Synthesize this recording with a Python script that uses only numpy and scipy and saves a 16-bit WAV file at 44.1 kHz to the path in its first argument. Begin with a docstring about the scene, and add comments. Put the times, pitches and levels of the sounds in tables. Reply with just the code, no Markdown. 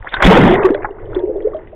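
"""Waterproof camera plunging into a pool

Water slaps the case and rings its modes, then closes over it with a deep thump and a churning
cloud of bubbles that overloads the microphone. Below the surface air pockets gulp and gurgle,
tiny bubbles tick against the case and moving water presses on it with a low rumble.
Everything is heard through the case wall, over a faint wash from the pool."""
import sys
import numpy as np
from scipy import signal
from scipy.fft import rfft, irfft, next_fast_len
from scipy.io import wavfile
from scipy.ndimage import map_coordinates

SR = 44100
rng = np.random.default_rng(int(sys.argv[2]) if len(sys.argv) > 2 else 0)


def int16_out(signal):
    """Quantize to a 16-bit WAV file."""
    q = np.round(np.clip(np.atleast_2d(signal).T, -1, 1) * 32767)
    wavfile.write(sys.argv[1], SR, q.astype(np.int16))


N = 77175
RISE_PER_S = 0.55  # bubble pitch climb, as a share of its starting pitch


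def amp(db):
    """Decibels to gain."""
    return 10 ** (np.asarray(db) / 20)


def unit(x):
    """Scale to rms 1."""
    return x / np.sqrt(np.mean(x ** 2) + 1e-20)


def level(points):
    """Gain per sample from (time_s, level_db) points."""
    return amp(np.interp(np.arange(N) / SR, *np.transpose(points)))


def coloured(x, points):
    """Minimum-phase filter through (freq_hz, gain_db) points."""
    size = 2 * next_fast_len(N)
    hz, db = np.transpose(points)
    gain = amp(np.interp(np.log(np.fft.rfftfreq(size, 1 / SR) + 1), np.log(hz + 1), db))
    cepstrum = irfft(np.log(gain), size)
    cepstrum[1:size // 2] *= 2
    cepstrum[size // 2 + 1:] = 0
    return irfft(rfft(x, size) * np.exp(rfft(cepstrum)), size)[:N]


def add(track, start_s, sound):
    """Mix a sound into the track."""
    part = track[max(round(start_s * SR), 0):][:len(sound)]
    part += sound[:len(part)]


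def bell(hz, centre_hz, width_oct):
    """Gaussian gain over log frequency."""
    return np.exp(-0.5 * (np.log2(hz / centre_hz) / width_oct) ** 2)


def band_noise(t, centre_hz, width_oct):
    """Noise around a pitch, rms 1, as long as t."""
    hz = np.fft.rfftfreq(len(t), 1 / SR) + 1
    spectrum = rfft(rng.standard_normal(len(t))) * bell(hz, centre_hz, width_oct)
    return unit(irfft(spectrum, len(t)))


def rising_tone(t, pitch_hz):
    """Sine with a bubble's climbing pitch."""
    return np.sin(2 * np.pi * pitch_hz * (t + RISE_PER_S * t * t / 2))


def bubble(pitch_hz, swell_s, t60_s):
    """One bubble swells, then rings down."""
    t = np.arange(SR // 6) / SR
    attack = np.sin(np.pi / 2 * np.minimum(t / swell_s, 1)) ** 2
    decay = amp(-60 * np.maximum(t - swell_s, 0) / t60_s)
    return attack * decay * rising_tone(t, pitch_hz)


def swarm(count, centre_hz, spread_oct, t60_cycles, scatter_db):
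    """Bubbles of random time, size and strength, rms 1."""
    jitter, pitch, strength = np.hsplit(rng.random((count, 3)), 3)
    hz = centre_hz * 2 ** (spread_oct * (2 * pitch - 1))
    t = np.arange(SR // 20) / SR
    decay = amp(-60 * t * hz / t60_cycles)
    rings = amp(scatter_db * strength) * np.sqrt(hz) * decay * rising_tone(t, hz)
    starts = ((np.arange(count)[:, None] + jitter) * N / count).astype(int)
    samples = (starts + np.arange(len(t))) % N
    return unit(np.bincount(samples.ravel(), rings.ravel(), N))


def air_pockets():
    """Single air pockets break loose and ring with a gulp."""
    # start_s, pitch_hz, level_db, swell_s, t60_s
    gulps = [(0.142, 1497, -18, 0.0011, 0.21), (0.248, 229, 2, 0.0057, 0.012),
             (0.273, 182.7, 14, 0.014, 0.085), (0.305, 438.4, 12, 0.0064, 0.033),
             (.321, 911.5, -3.5, 0.0041, 0.064), (.353, 391, 0.5, 0.0057, 0.042),
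             (.371, 506.4, 14.5, 0.005, 0.018), (0.392, 330, -3, 0.0032, 0.068),
             (0.427, 414.6, -8.5, 0.003, 0.21), (0.43, 187.2, 1.5, 0.0052, 0.13),
             (0.46, 204.6, -2, 0.013, 0.019), (0.492, 349.4, 0.5, 0.0071, 0.12),
             (0.522, 363.7, 1.5, 0.0066, 0.075), (.538, 717, -4.5, 0.0029, 0.042),
             (0.578, 383.6, -11.5, 0.0065, 0.19), (0.64, 372.5, 6, 0.017, 0.072),
             (0.699, 315.4, 0, 0.0093, 0.016), (0.716, 392.5, -5.5, 0.0058, 0.1),
             (.746, 585, -10.5, 0.002, 0.084), (.8445, 851, -7, 0.002, 0.051),
             (0.898, 390, -19, 0.014, 0.037), (1.161, 366, -5, 0.0083, 0.064),
             (1.177, 350, -17.5, 0.0029, 0.53), (1.189, 917, -29, 0.0084, 0.16),
             (1.227, 362.6, -7.5, .015, 0.09), (1.272, 419.4, -12.5, 0.006, 0.12),
             (1.292, 349, -14, 0.0051, 0.052), (1.293, 510, -16.5, 0.0044, 0.16),
             (1.352, 390.7, -11.5, 0.0094, 0.11), (1.445, 422.7, -6.5, 0.0093, 0.12),
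             (1.467, 494, -5.5, 0.0082, 0.019), (1.545, 620.4, -14, 0.004, 0.14),
             (1.532, 1134, -26.5, 0.0043, 0.032), (1.729, 624, -25, 0.0042, 0.042)]
    out = np.zeros(N)
    for start_s, pitch_hz, level_db, swell_s, t60_s in gulps:
        add(out, start_s, amp(level_db) * bubble(pitch_hz, swell_s, t60_s))
    return out


def churn():
    """Air dragged under breaks into a dense cloud of small bubbles."""
    # time_s, level_db
    envelope = [(0, -43.5), (.028, -49), (.06, -30.5), (.105, -46), (.135, -26), (.16, -35), (.2, -22),
                (.25, -7), (.29, -3.5), (.33, -3), (.4, -10), (.53, -13), (.585, -19), (.655, -16.5),
                (.72, -32), (.82, -32.5), (.93, -42.5), (1.08, -43.5), (1.17, -32.5), (1.25, -51),
                (1.4, -46), (1.6, -43.5), (1.75, -59)]
    # freq_hz, gain_db
    spectrum = [(100, -38.5), (200, -14), (300, -6), (600, -1.5), (950, 0), (1400, -6.5), (2100, -6.5),
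                (2450, -27), (3200, -29), (5000, -74.5)]
    cloud = swarm(count=2200, centre_hz=861.6, spread_oct=1.433, t60_cycles=21.1, scatter_db=10.5)
    return level(envelope) * unit(coloured(cloud, spectrum))


def slaps():
    """Each slap flexes the wall with a thud, rings nearby case modes and throws a short spray."""
    # start_s, gain_db, centre_hz
    hits = [(.025, -27.5, 1500), (.0455, -24.5, 800), (.065, -20.5, 1310), (.071, -14, 1600),
            (.081, -22.5, 1870), (0.123, -19.5, 1870), (.134, -16.5, 1900), (0.1395, -5, 1300),
            (.166, -8, 1500), (.203, -7.5, 1310), (.209, -11.5, 950), (.222, 2.5, 1250), (.226, 4.5, 2000),
            (.236, -11.5, 1980), (.265, 3, 1930), (.58, -14, 1570), (.595, -11, 1060), (0.63, -20.5, 1200),
            (.688, -18.5, 1700), (.746, -16.5, 1770), (.821, -25, 2000), (.829, -19, 1760),
            (.8445, -7.5, 1100), (0.8498, -10.5, 1280), (.888, -22, 750), (.984, -30, 1200),
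            (1.129, -24, 1210), (1.16, -28, 1755), (1.535, -33, 1000)]
    # mode_hz, mode_db, t60_s
    case_modes = [(425, 4, 0.028), (590, 0, 0.0068), (810.5, 15, 0.012), (1092.5, -7.5, 0.08),
                  (1451, 0, 0.046), (1603, 1.5, 0.026), (2047, -4, 0.023), (3574, -4.5, 0.075)]
    width_oct, attack_s = 0.45, 0.0007
    thud_hz, thud_t60_s, spray_t60_s = 330, 0.016, 0.031
    out, t = np.zeros(N), np.arange(SR // 8) / SR
    attack = 1 - np.exp(-t / attack_s)
    thud = amp(-3.5 - 60 * t / thud_t60_s) * np.sin(2 * np.pi * thud_hz * t)
    for start_s, gain_db, centre_hz in hits:
        ring = np.zeros(len(t))
        for mode_hz, mode_db, t60_s in case_modes:
            decay = amp(mode_db + rng.normal(0, 0.67) - 60 * t / t60_s)
            tone = np.sin(2 * np.pi * (mode_hz * rng.normal(1, 0.017) * t + rng.random()))
            ring += bell(mode_hz, centre_hz, width_oct) * decay * tone
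        spray = band_noise(t, centre_hz, width_oct) * amp(1.5 - 60 * t / spray_t60_s)
        add(out, start_s, amp(gain_db) * attack * (ring + spray + thud) / 2)
    return out


def plunge():
    """The case shoves the water aside with one deep thump."""
    out = np.zeros(N)
    thump = amp(4) * bubble(pitch_hz=40.8, swell_s=0.017, t60_s=0.042)
    add(out, start_s=0.24, sound=thump)
    return out


def cavities():
    """Large air cavities wobble and collapse behind the case as it goes under."""
    # time_s, level_db
    envelope = [(.2, -83.5), (.26, -4.5), (.33, -10.5), (.44, -7.5), (.52, -14), (.58, -23.5), (.7, -36),
                (.8, -48.5)]
    # freq_hz, gain_db
    spectrum = [(60, -11.5), (130, -3), (200, -3), (300, 2), (600, -30.5), (2000, -66)]
    cloud = swarm(count=260, centre_hz=201.2, spread_oct=0.49, t60_cycles=7.5, scatter_db=7.5)
    return level(envelope) * unit(coloured(cloud, spectrum))


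def gurgle():
    """Larger bubbles roll along the case in a fairly even stream."""
    # time_s, level_db
    envelope = [(0, -78), (.13, -71), (.22, -62), (.32, -10.5), (.5, -15), (.585, -18.5), (.72, -16.5),
                (.79, -26), (.96, -38.5), (1.05, -30.5), (1.12, -28), (1.3, -23.5), (1.5, -25),
                (1.6, -35.5), (1.68, -44), (1.75, -38.5)]
    # freq_hz, gain_db
    spectrum = [(120, -47), (240, -27), (330, -3), (420, 2.5), (520, -4), (630, -6), (750, -4), (920, -5.5),
                (1300, -43.5), (3000, -96)]
    evenness = 0.32  # 0 lumpy, 1 unbroken
    cloud = swarm(count=300, centre_hz=440.7, spread_oct=0.563, t60_cycles=25, scatter_db=4.5)
    cloud = coloured(cloud, spectrum)
    power = signal.fftconvolve(cloud ** 2, np.hanning(SR // 50), "same")
    return level(envelope) * unit(cloud / np.sqrt(np.abs(power)) ** evenness)


def rumble():
    """Moving water presses on the case."""
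    # time_s, level_db
    pressure = [(0, -26.5), (.11, -39.5), (.17, -33.5), (.19, -18), (.225, -45), (.255, 3), (.3, -12),
                (.36, -17.5), (.47, -15), (.56, -26.5), (.65, -25.5), (.75, -34.5), (.85, -26), (.93, -37),
                (1.1, -23.5), (1.2, -29.5), (1.42, -36), (1.49, -30.5), (1.75, -39.5)]
    # freq_hz, gain_db
    spectrum = [(4, -19), (15, 3), (35, -3), (60, -17.5), (105, -10.5), (160, -34), (500, -54),
                (2000, -103)]
    return level(pressure) * unit(coloured(rng.standard_normal(N), spectrum))


def fizz():
    """The finest bubbles crackle."""
    # time_s, level_db
    envelope = [(0, -62), (.095, -47.5), (.135, -32), (.195, -44), (.23, -20.5), (.26, -6.5), (.29, -16),
                (.33, -16), (.4, -21), (.55, -25), (.59, -60.5), (.655, -39.5), (.76, -61), (.95, -79),
                (1.15, -56), (1.24, -80.5), (1.38, -72), (1.75, -67)]
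    # freq_hz, gain_db
    spectrum = [(800, -45.5), (1800, 8.5), (2200, 2), (2600, -2.5), (3400, 1), (3800, -3.5), (4500, -32.5)]
    cloud = swarm(count=1800, centre_hz=2673, spread_oct=0.55, t60_cycles=28, scatter_db=12)
    return level(envelope) * unit(coloured(cloud, spectrum))


def ticks():
    """Tiny bubbles burst on the case, each with a ping and a dull click."""
    # start_s, pitch_hz, level_db
    bursts = [(0.09, 3560, -30.5), (.1395, 3650, -12.5), (.555, 1910, -15.5), (.633, 2560, -23.5),
              (.743, 3380, -27.5), (.906, 2800, -48), (0.996, 1950, -44), (1.055, 3000, -49.5),
              (1.147, 3460, -30.5), (1.192, 3370, -41), (1.366, 3470, -57.5), (1.403, 1924, -35.5),
              (1.422, 3280, -47), (1.479, 2190, -46), (1.542, 3280, -50.5), (1.566, 3110, -46.5),
              (1.59, 1800, -40), (1.644, 1890, -46.5), (1.672, 2025, -37)]
    swell_s, click_t60_s = 0.001, 0.035
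    out, t = np.zeros(N), np.arange(SR // 6) / SR
    click_envelope = amp(-5.5 - 60 * t / click_t60_s) * np.minimum(t / swell_s, 1)
    for start_s, pitch_hz, level_db in bursts:
        click = click_envelope * band_noise(t, pitch_hz, width_oct=0.33)
        ping = bubble(pitch_hz, swell_s, t60_s=0.03)
        add(out, start_s, amp(level_db) * (ping + click))
    return out


def pool_wash():
    """Distant water movement blurs into a hush with stray bubbles; both swell and ebb at random."""
    # freq_hz, gain_db
    spectrum = [(150, -10), (400, -7.5), (900, -7.5), (1400, -21.5), (2100, -21.5), (2700, -21),
                (4000, -40.5)]
    swell_db, knots_per_s = 4.5, 12
    hush = amp(-54) * unit(coloured(rng.standard_normal(N), spectrum))
    strays = amp(-67) * swarm(count=40, centre_hz=1540, spread_oct=0.46, t60_cycles=22, scatter_db=7.5)
    position = np.arange(N) * knots_per_s / SR
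    drift = map_coordinates(rng.standard_normal(64), [position], mode="mirror")
    return unit(amp(swell_db * drift)) * (hush + strays)


def scene():
    """Water dulls the slaps and churn; all sources pass through the case wall."""
    # freq_hz, gain_db
    water_response = [(20, -2), (2150, -0.5), (2600, -4.5), (3300, -25), (4500, -47)]
    # freq_hz, gain_db
    wall_response = [(20, -1.5), (3700, 0.5), (4300, -2.5), (4800, -59), (6000, -81.5)]
    splash = coloured(slaps() + churn(), water_response) + plunge() + fizz() + cavities()
    outside = splash + gurgle() + air_pockets() + ticks() + rumble() + pool_wash()
    return coloured(outside, wall_response)[None]


def record(dry):
    """The microphone clips in the plunge; the camera dulls the treble and limits the band."""
    # freq_hz, gain_db
    camera_response = [(20, -0.5), (3500, -0.5), (4300, -9), (6000, -7), (10000, -6.5), (15000, -5.5)]
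    ceiling, cutoff_hz = 0.72, 15800
    clipped = np.clip(dry[0], -ceiling, ceiling)
    dulled = coloured(clipped, camera_response)
    size = 2 * next_fast_len(N)
    passband = np.fft.rfftfreq(size, 1 / SR) < cutoff_hz
    return irfft(rfft(dulled, size) * passband, size)[None, :N]


dry = scene()
out = record(dry)
int16_out(out)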